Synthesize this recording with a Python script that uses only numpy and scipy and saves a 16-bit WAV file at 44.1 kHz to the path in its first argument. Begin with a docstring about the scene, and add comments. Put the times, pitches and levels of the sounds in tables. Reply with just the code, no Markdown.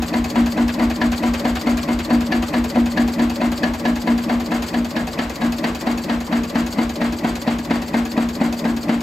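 """An old single-cylinder four-stroke diesel under an open farmyard shed, close to a stereo microphone pair.
It is already running at about 540 rpm. Each cycle the injection pump ticks, the iron block knocks, a panel
hums, the exhaust puffs, the rockers rub and two valves clack shut; the shed's boards answer briefly.
In the first seconds, at the highest speed, a slack rocker chatters. Then the governor lets the speed
sag slowly to about 500 rpm, and the thump on the bed grows heavier toward the end."""
import sys
import numpy as np
from scipy import signal
from scipy.fft import rfft, irfft, next_fast_len
from scipy.io import wavfile
from scipy.ndimage import uniform_filter1d

SR = 44100
rng = np.random.default_rng(int(sys.argv[2]) if len(sys.argv) > 2 else 0)


def persist_wave(psi):
    """Save psi, clipped to +-1, as 16-bit WAV."""
    counts = np.round(np.clip(psi, -1, 1) * 32767).astype(np.int16)
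    wavfile.write(sys.argv[1], SR, np.atleast_2d(counts).T)


N = 397782
RATED_RPM, RING_SCATTER_DB = 540, 2

# each firing of the cylinder: time_s, knock_db, crack_db, hum_db, thump_db
FIRINGS = [(-0.0846, -22, -46, -20.5, -21), (0.1358, -22, -24, -20, -24), (0.3552, -19.5, -36, -16.5, -22),
           (0.5742, -21.5, -42, -18, -31), (0.7936, -21, -40, -18.5, -27), (1.0128, -21.5, -18.5, -20, -28),
           (1.2317, -21.5, -38, -20.5, -20), (1.4491, -22, -26, -21.5, -15), (1.667, -22, -33, -20, -15),
           (1.8845, -23, -34, -23.5, -18), (2.1021, -23, -27, -16.5, -19), (2.3187, -24, -17, -20.5, -23),
           (2.5362, -22, -22, -19.5, -30), (2.7539, -24.5, -38, -17, -22), (2.9712, -22.5, -18.5, -18, -30),
           (3.1909, -23, -24, -19, -15), (3.412, -22.5, -41, -18.5, -23),
           (3.6305, -22, -15.5, -24.5, -16.5), (3.8504, -22, -19.5, -19.5, -16.5),
           (4.0713, -22, -25, -18, -19), (4.2925, -22, -26, -19, -22), (4.515, -22.5, -24.5, -25, -19),
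           (4.7383, -23.5, -25, -20.5, -20), (4.962, -24, -21, -28, -18), (5.187, -21.5, -20, -30, -16),
           (5.4127, -22, -41, -20, -24), (5.639, -20.5, -18.5, -27, -15), (5.8666, -22.5, -26, -22, -16.5),
           (6.094, -21.5, -24.5, -24, -19.5), (6.3236, -22, -23.5, -22.5, -15),
           (6.553, -21, -25, -22.5, -14), (6.783, -22, -41, -22, -11), (7.013, -21.5, -25, -23, -14),
           (7.2433, -22, -41, -25.5, -14.5), (7.4737, -21, -23.5, -23, -13),
           (7.7058, -21.5, -23, -23.5, -10.5), (7.9397, -21.5, -26.5, -21, -11.5),
           (8.174, -22.5, -34, -21.5, -11.5), (8.4105, -22.5, -33, -21.5, -10),
           (8.649, -24, -32, -21.5, -12), (8.8903, -21, -29, -20.5, -10.5)]
def crank(share):
    """The times at which each cycle, from one firing to the next, reaches this share of its length."""
    fired = np.transpose(FIRINGS)[0]
    lengths = np.diff(fired)
    return fired + share * np.append(lengths, lengths[-1])


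def rpm_lost():
    """How far each cycle runs below the rated speed, at two turns a cycle."""
    return RATED_RPM - 2 * 60 / uniform_filter1d(crank(1) - crank(0), size=3)


def force(rated_db, db_per_rpm_lost, scatter_db):
    """A part's level in each cycle: it follows the speed and scatters a little."""
    return rated_db + db_per_rpm_lost * rpm_lost() + scatter_db * rng.standard_normal(len(FIRINGS))


# blows on the block through firing and power stroke: cycle_share, level_db, rise_s, t60_s
KNOCKS = [(.004, 1, 0.00085, 0.042), (.024, 0, 0.00039, .045), (.056, -3, 0.00099, .045),
          (.086, -5, .0006, .08), (.13, -1.5, 0.0042, 0.38), (.16, -9.5, .0008, .05),
          (.23, -12.5, 0.00087, 0.039)]
# the unloaded piston rocks at the top of its exhaust stroke: cycle_share, level_db, rise_s, t60_s
PISTON_SLAPS = [(0.491, -7, 0.0014, 0.095), (.54, -12, 0.00085, 0.32)]
# the block's tone colour: frequency_hz, level_db
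BLOCK_SPECTRUM = [(200, -29), (400, -12), (600, 3.5), (900, -1), (1300, -1), (1900, -4), (2800, -7.5),
                  (4500, -14.5), (6000, -22), (9000, -21), (15500, -75)]
def block_knock(knock_db, slap_db):
    """Firing blows and piston slap sound through the iron block."""
    knocks = strokes(KNOCKS, knock_db - 3.5, alike=0.61, scatter_db=0.77)
    slaps = strokes(PISTON_SLAPS, slap_db, alike=0.2, scatter_db=0.5)
    return body(knocks + slaps, BLOCK_SPECTRUM)


# the ring of the cast iron: pitch_hz, level_db, t60_s
BLOCK_MODES = [(452.5, 1, 0.079), (548, 7.5, 0.075), (618, 5, 0.11), (690, 3, 0.057), (746, 8, 0.07),
               (878, 1, 0.093), (987, 3.5, 0.11), (1010, -8, 0.1), (1183, -5.5, 0.084), (1348, -0.5, 0.063),
               (1467, -6.5, 0.09), (1560, -1.5, 0.097), (1657, -5.5, 0.16), (1705, -16, 0.12),
               (1820, -8, 0.14), (1954, -3, 0.1), (2112, 0.5, 0.12), (2187, -4, 0.075), (2425, -15, 0.12),
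               (2690, -7, 0.072), (2880, -12, 0.11), (3010, -7.5, 0.086), (3350, -9.5, 0.09),
               (3860, -7, 0.066), (4444, 0.5, 0.036)]
def iron_ring(blows, cycle_db, ring_db=0.87, soft_rise_s=0.00089, detune=.002, jitter_s=.00012):
    """Each stroke favours other modes of the iron and shifts them a little; slow contacts ring less."""
    track, t = np.zeros(N), np.arange(SR // 5) / SR
    hz, mode_db, t60 = np.transpose(BLOCK_MODES)
    weights = amp(mode_db) / np.linalg.norm(amp(mode_db)) * np.sqrt(2)
    tints, drifts = rng.standard_normal((2, len(cycle_db), len(hz)))
    for share, db, rise, _ in blows:
        envelopes = swell(t, rise, t60[:, None])
        phase = rng.random((len(hz), 1))
        hardness = 1 / np.hypot(1, rise / soft_rise_s)
        for s, level_db, tint, drift in zip(crank(share), cycle_db, tints, drifts):
            late = jitter_s * rng.standard_normal()
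            turns = (hz * (1 + detune * drift))[:, None] * (t - late) + phase
            modes = envelopes * np.sin((2 * np.pi * turns).astype(np.float32))
            gains = weights * amp(db + level_db + ring_db + RING_SCATTER_DB * tint)
            add(track, s, hardness * gains @ modes)
    return track


# the piston's heavy landings in soft firings: start_s, level_db
DULL_CLANKS = [(.358, -18), (.577, -31), (.799, -19), (2.105, -25), (2.757, -14), (2.771, -14),
               (3.415, -22), (4.297, -21), (7.942, -21)]
def dull_clanks(top_hz=990, t60_share=0.45):
    """A slow, heavy contact rings the loaded block briefly, mostly in its low modes."""
    track, t = np.zeros(N), np.arange(SR // 5) / SR
    hz, mode_db, t60 = np.transpose(BLOCK_MODES)
    weights = amp(mode_db) / np.hypot(1, (hz / top_hz) ** 3)
    envelopes = swell(t, 0.0009, t60_share * t60[:, None])
    for s, db in DULL_CLANKS:
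        modes = envelopes * np.sin(2 * np.pi * (hz[:, None] * t + rng.random((len(hz), 1))))
        gains = weights * amp(RING_SCATTER_DB * rng.standard_normal(len(hz)))
        add(track, s, np.sqrt(2) * amp(db) * (gains / np.linalg.norm(gains)) @ modes)
    return track


# cracks of ignition: cycle_share, level_db, rise_s, t60_s
CRACKS = [(.003, -1.5, 0.001, 0.098), (.024, -4, 0.00037, 0.065)]
# the cylinder head's tone colour: frequency_hz, level_db
HEAD_SPECTRUM = [(400, -40), (1000, -19), (1800, 9), (3000, 7), (4600, 1.5), (6000, -5.5), (8000, -17),
                 (12500, -14), (15500, -38)]
# its resonances: pitch_hz, width_hz, boost_db
HEAD_MODES = [(1649, 11, 14.4), (1711, 29, 19), (1830, 40, 11), (2820, 45, 6), (4520, 84, 11)]
def ignition_crack(crack_db):
    """The fuel ignites with a sharp crack in the cylinder head."""
    return body(strokes(CRACKS, crack_db, alike=0.62, scatter_db=0.5), HEAD_SPECTRUM, HEAD_MODES)


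# panel and frame modes: cycle_share, pitch_hz, level_db, rise_s, t60_s
PANEL_MODES = [(0.0452, 237.3, 7.6, 0.014, 0.59), (0.0943, 293, 1, 0.018, 0.26),
               (0.1288, 174, -9, 0.026, 0.41), (0.0289, 340, -10, 0.014, 0.26),
               (0.855, 310, -3.5, 0.0086, 0.25), (.88, 174, -8.5, 0.0066, 0.34),
               (.86, 220, 1.5, 0.0095, 0.12)]
def panel_hum(hum_db):
    """Panel and frame hum as each cycle strikes them, a little flatter as the speed sags."""
    return tones(PANEL_MODES, hum_db, detune=.002, scatter_db=0.3, sag_per_rpm=0.00028)


# modes of the engine bed: cycle_share, pitch_hz, level_db, rise_s, t60_s
BED_MODES = [(.008, 243.3, 10, 0.0039, 0.039), (.016, 288, -8, 0.0024, .06), (.02, 462, -10.5, .001, 0.046),
             (.02, 606, -10, 0.0012, .05), (.02, 760, -9, .001, .045)]
def bed_thump(thump_db):
    """The firing jolts the bed, which rings briefly."""
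    return tones(BED_MODES, thump_db, detune=0.0088, scatter_db=1.5)


# exhaust and intake pulses: cycle_share, level_db, pitch_hz, half_length_s
PUFFS = [(.025, -1, 85, 0.0063), (.13, -1, 68, 0.0076), (.308, 8, 56, 0.0055), (.408, 7.5, 58.3, .017),
         (.618, 2.5, 73, .013), (.79, -5, 57.6, 0.0067)]
# their slow drift: time_s, level_db
PUFF_DRIFT = [(0, -27.5), (.9, -26.5), (1.7, -28), (2.8, -28), (4.25, -32), (4.7, -33.5), (7.0, -31.5),
              (8.7, -35.5)]
def gas_puffs():
    """Exhaust and intake make soft pressure pulses, only a swing or two long."""
    track, t = np.zeros(N), np.arange(-SR // 10, SR // 10) / SR
    cycle_db = np.interp(crank(0), *np.transpose(PUFF_DRIFT))
    for share, db, hz, half_length in PUFFS:
        envelope = np.exp(-(t / half_length) ** 2)
        pitches = hz * (1 + .015 * rng.standard_normal(len(cycle_db)))
        for s, level_db, pitch in zip(crank(share), cycle_db, pitches):
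            add(track, s + t[0], amp(db + level_db) * envelope * np.cos(2 * np.pi * pitch * t))
    return track


# pump and needle ticks: cycle_share, level_db, rise_s, t60_s
INJECTION_TICKS = [(-.13, -19, .001, 0.032), (-.043, 5.5, 0.00089, 0.064), (-.029, 9.5, .0005, .03),
                   (-.015, 10.5, 0.00038, 0.019)]
# the injector's tone colour: frequency_hz, level_db
INJECTOR_SPECTRUM = [(300, -26), (620, 21), (850, -11), (1700, -6), (2500, -1.5), (2900, -16), (5000, -18),
                     (9000, -25), (15500, -55)]
# its resonances: pitch_hz, width_hz, boost_db
INJECTOR_MODES = [(1920, 72, 10), (2590, 120, 10)]
def injector_ticks():
    """The injection pump takes up and the injector needle chatters just before the firing."""
    cycle_db = force(-33, db_per_rpm_lost=0.083, scatter_db=1)
    ticks = strokes(INJECTION_TICKS, cycle_db, alike=0.88, scatter_db=1.0)
    return body(ticks, INJECTOR_SPECTRUM, INJECTOR_MODES)


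# valve gear contacts: cycle_share, level_db, rise_s, t60_s
VALVE_CLACKS = [(-.025, 4.5, 0.0034, 0.16), (.479, 14.5, 0.001, 0.034), (.497, 10, 0.0022, 0.093),
                (.535, 2, 0.003, 0.1), (.748, 13, 0.0011, 0.039), (.762, 11, 0.002, 0.066)]
# the valves' tone colour: frequency_hz, level_db
VALVE_SPECTRUM = [(500, 10), (1300, 4.5), (2000, 3.5), (3000, 5), (4500, 5.5), (5600, 0), (7000, 2.5),
                  (8500, -3), (10000, -2.5), (12500, -1.5), (15500, -14)]
# their resonances: pitch_hz, width_hz, boost_db
VALVE_MODES = [(2410, 47, 3.4), (3990, 34, 5.6), (4530, 65, 8.9), (5250, 69, 7.3)]
def valve_clacks(gear_db):
    """Each valve seats with a sharp click and a short shudder."""
    return body(strokes(VALVE_CLACKS, gear_db, alike=0.13, scatter_db=0.36), VALVE_SPECTRUM, VALVE_MODES)


# valve and spring modes: cycle_share, pitch_hz, level_db, rise_s, t60_s
VALVE_PINGS = [(.476, 6530, 0, 0.00096, 0.036), (.476, 6760, 3, 0.0011, 0.032),
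               (.49, 2560, 4.5, 0.0026, 0.073), (.49, 762, 9.5, .003, 0.074), (.5, 1673, -1.5, 0.0022, .12),
               (.75, 4360, 6.5, .0006, 0.024), (.755, 5095, 2.5, .0018, 0.059),
               (.765, 3490, -4.5, .001, 0.075), (.772, 568.5, 7, 0.0034, 0.2),
               (.772, 1154, 1.5, 0.0013, 0.059), (.85, 1973, 2.5, .001, 0.054)]
def valve_pings(gear_db):
    """Valves and springs ping as they seat."""
    return tones(VALVE_PINGS, gear_db, detune=0.0083, scatter_db=RING_SCATTER_DB)


# rubs of the rockers: cycle_share, level_db, rise_s, t60_s
ROCKER_RUBS = [(.1, 13.5, 0.016, 0.11), (.195, 10, 0.0053, 0.074), (.44, -11.5, 0.009, 0.18),
               (.65, 1.5, 0.0052, 0.2), (.7, 7, 0.0063, 0.11)]
# their tone colour: frequency_hz, level_db
ROCKER_SPECTRUM = [(500, -12), (1500, 2), (3200, -7), (4600, 1), (5800, -6.5), (7800, 0), (10000, -8),
                   (12500, -6), (15500, -20)]
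# their resonances: pitch_hz, width_hz, boost_db
ROCKER_MODES = [(4620, 100, 9.5), (6670, 240, 4.5)]
def rocker_rubs(gear_db):
    """Dry rockers rub while the valves move."""
    rubs = strokes(ROCKER_RUBS, gear_db, alike=0.026, scatter_db=1.8)
    return body(rubs, ROCKER_SPECTRUM, ROCKER_MODES)


# squeaks of the rocker tips: cycle_share, level_db, pitch_hz, half_length_s, glide_share
ROCKER_SQUEAKS = [(0.251, -10, 7650, 0.012, .04), (0.687, -4.5, 4650, 0.0091, 0.044),
                  (0.705, -3, 7460, 0.009, .05), (0.765, -6, 4266, 0.0045, -0.24)]
def rocker_squeaks(gear_db, scatter_db=1.5, waver=.028):
    """The rocker tips slide on the valve stems with a short, unsteady gliding squeak."""
    track, t = np.zeros(N), np.arange(-SR // 20, SR // 20) / SR
    for share, db, hz, half_length, glide in ROCKER_SQUEAKS:
        envelope = np.exp(-(t / half_length) ** 2)
        for s, level_db in zip(crank(share), gear_db):
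            slip = np.interp(t, np.linspace(t[0], t[-1], 50), rng.standard_normal(50))
            pitch = hz * (1 + glide * np.tanh(t / half_length) / 2 + waver * slip)
            gain = amp(db + level_db + scatter_db * rng.standard_normal())
            add(track, s + t[0], gain * envelope * np.sin(2 * np.pi * np.cumsum(pitch) / SR))
    return track


# chatter after the exhaust valve shuts, at the highest speed: start_s, level_db
CHATTERS = [(.692, -23), (.911, -28.5), (1.131, -21.5), (1.348, -25.5), (1.569, -23), (1.786, -27),
            (2.002, -25), (2.22, -38), (2.43, -32)]
# its tone colour: frequency_hz, level_db
CHATTER_SPECTRUM = [(500, -21), (1200, 8), (1900, 5), (2700, 5), (4500, -4), (6000, -23), (15500, -38)]
def rocker_chatter(gap_s=.005, loss_db=3):
    """A slack rocker bounces four times, ever more weakly, at uneven gaps."""
    track, t = np.zeros((2, N)), np.arange(SR // 10) / SR
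    envelope = swell(t, 0.0005, 0.032)
    for s, db in CHATTERS:
        gaps = gap_s * rng.uniform(.5, 1.5, size=4)
        for bounce, late in enumerate(np.cumsum(gaps) - gaps[0]):
            add(track, s + late, amp(db - loss_db * bounce) * envelope * rng.standard_normal((2, len(t))))
    return body(track, CHATTER_SPECTRUM)


# rattles of the frame: cycle_share, level_db, rise_s, t60_s
FRAME_RATTLES = [(.02, -23, 0.0069, 0.46), (.5, -24.5, 0.0021, 0.13), (.785, -27.5, 0.0035, 0.33),
                 (.88, -26.5, 0.01, 0.55)]
# its tone colour: frequency_hz, level_db
FRAME_SPECTRUM = [(100, -27), (160, -1), (240, 3), (330, 4), (400, -12), (580, -8), (760, -7),
                  (1000, -11.5), (1400, -18), (2000, -14.5), (4000, -39), (12000, -61)]
# its resonances: pitch_hz, width_hz, boost_db
FRAME_MODES = [(356, 96, 3.5), (449, 4.7, 14), (584, 33, 3.4), (900, 3.5, 3.4), (1031, 28, 8.7),
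               (1157, 42, 6.5)]
def frame_rattle():
    """The loose frame rattles at the same crank angles in every cycle."""
    rattles = strokes(FRAME_RATTLES, np.zeros(len(FIRINGS)), alike=0.092, scatter_db=1.24)
    return body(rattles, FRAME_SPECTRUM, FRAME_MODES)


# the echo under the shed: frequency_hz, t60_s
SHED_DECAY = [(200, 0.33), (2000, 0.23), (5000, 0.37), (10000, 0.021)]
def shed_echo(sound):
    """The boards' short answer, dying fastest in the high treble."""
    hz, t, noise = signal.stft(rng.standard_normal((2, SR // 2)), SR, nperseg=256)
    decay = np.exp(-np.log(1000) * t / along(SHED_DECAY, hz)[:, None])
    tail = signal.istft(noise * decay, SR, nperseg=256)[1]
    return signal.fftconvolve(sound, tail / np.linalg.norm(tail[0]), axes=1)[:, :N]


# the farmyard behind the engine: frequency_hz, level_db
YARD_SPECTRUM = [(20, -37), (45, -7.5), (100, -11), (300, -8), (1000, -19.5), (4000, -35), (9000, -42.5),
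                 (14000, -39), (15800, -77)]
def yard_ambience():
    """A steady, low rush from the quiet yard."""
    return body(rng.standard_normal((2, N)), YARD_SPECTRUM)


def strokes(rows, cycle_db, alike, scatter_db):
    """Mid and side bursts on the crank; the same parts meet, so a share `alike` of their power repeats."""
    track, t = np.zeros((2, N)), np.arange(SR // 5) / SR
    for share, db, rise, t60 in rows:
        same = rng.standard_normal((2, len(t)))
        envelope = swell(t, rise, t60)
        for s, level_db in zip(crank(share), cycle_db):
            contact = np.sqrt(alike) * same + np.sqrt(1 - alike) * rng.standard_normal(same.shape)
            add(track, s, amp(db + level_db + scatter_db * rng.standard_normal()) * envelope * contact)
    return track


def tones(rows, cycle_db, detune, scatter_db, sag_per_rpm=0):
    """Single modes set ringing once a cycle, a little differently every time."""
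    track, t = np.zeros(N), np.arange(SR // 2) / SR
    for share, hz, db, rise, t60 in rows:
        envelope = swell(t, rise, t60)
        pitches = hz * (1 - sag_per_rpm * rpm_lost())
        draws = rng.standard_normal((len(cycle_db), 2))
        for s, level_db, pitch, (tint, drift) in zip(crank(share), cycle_db, pitches, draws):
            ring = envelope * np.sin(2 * np.pi * pitch * (1 + detune * drift) * t)
            add(track, s, amp(db + level_db + scatter_db * tint) * ring)
    return np.sqrt(2) * track


# width at the microphone pair: frequency_hz, side_minus_mid_db
STEREO_WIDTH = [(60, -13.5), (250, -47), (400, -15), (700, -14), (1290, -0.5), (2380, -10.5), (4400, -5.5),
                (7000, -19), (10000, 19), (12000, -7)]
def body(drive, spectrum, modes=()):
    """Mid and side drive through a ringing body of unit power gain, to left and right."""
    def response(f):
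        gain = amp(along(spectrum, f)) + 0j
        for hz, band, db in modes:
            gain *= 1 + (amp(db) - 1) * 1j * f * band / (hz * hz - f * f + 1j * f * band)
        width = amp(along(STEREO_WIDTH, f))
        power = np.mean(abs(gain) ** 2) * (1 + width ** 2)
        return gain / np.sqrt(power) * np.array([np.ones_like(f), width])
    mid, side = filtered(drive, response)
    return np.array([mid + side, mid - side])


def spread(mid):
    """Each partial reaches the two microphones a little out of step."""
    side = filtered(mid, lambda f: 1j * amp(along(STEREO_WIDTH, f)))
    return np.array([mid + side, mid - side])


def swell(t, rise, t60):
    """A quick rise and an exponential decay."""
    return (1 - np.exp(-t / rise)) * np.exp(-np.log(1000) * t / t60)


def amp(db):
    return 10 ** (np.asarray(db) / 20)


def along(points, hz):
    """Interpolate (frequency_hz, value) points on a log axis."""
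    f, values = np.transpose(points)
    return np.interp(np.log(hz + 1), np.log(f + 1), values)


def filtered(x, response):
    """Pass x through a complex frequency response."""
    size = next_fast_len(N + SR // 2)
    return irfft(rfft(x, size) * response(np.fft.rfftfreq(size, 1 / SR)), size)[..., :N]


def add(track, s, sound):
    """Mix a sound into a track from time s."""
    start = round(s * SR)
    a, b = max(start, 0), min(start + sound.shape[-1], N)
    if b > a:
        track[..., a:b] += sound[..., a - start:b - start]


def scene():
    """The engine close by, the shed's boards around it and the quiet yard beyond."""
    _, knock_db, crack_db, hum_db, thump_db = np.transpose(FIRINGS)
    slap_db = force(-23, db_per_rpm_lost=-0.27, scatter_db=1.6)
    gear_db = force(-39.5, db_per_rpm_lost=-0.025, scatter_db=1)
    metal = block_knock(knock_db, slap_db) + ignition_crack(crack_db) + injector_ticks()
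    metal += valve_clacks(gear_db) + rocker_rubs(gear_db) + frame_rattle()
    ringing = iron_ring(KNOCKS, knock_db) + iron_ring(PISTON_SLAPS, slap_db) + dull_clanks()
    ringing += valve_pings(gear_db) + rocker_squeaks(gear_db)
    metal += spread(ringing) + rocker_chatter()
    low_end = panel_hum(hum_db) + bed_thump(thump_db) + gas_puffs()
    yard = amp(-34.5) * yard_ambience()
    return metal + low_end + amp(-15.5) * shed_echo(metal) + yard


# balance of the microphone pair: frequency_hz, left_minus_right_db
MIC_BALANCE = [(60, .2), (170, 0.83), (240, 1.2), (300, 0.082), (700, 2.5), (1290, 1), (4400, 2.8),
               (8000, 0.23)]
def record(dry, low_cut_hz=40, top_hz=15800):
    """The left microphone faces the engine a little more; deep bass and the highest treble are lost."""
    def response(f):
        balance = amp(np.outer([.5, -.5], along(MIC_BALANCE, f)))
        passband = f ** 4 / np.hypot(f ** 4, low_cut_hz ** 4) * (f < top_hz)
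        return balance * passband
    return filtered(dry, response)


dry = scene()
out = record(dry)
persist_wave(out)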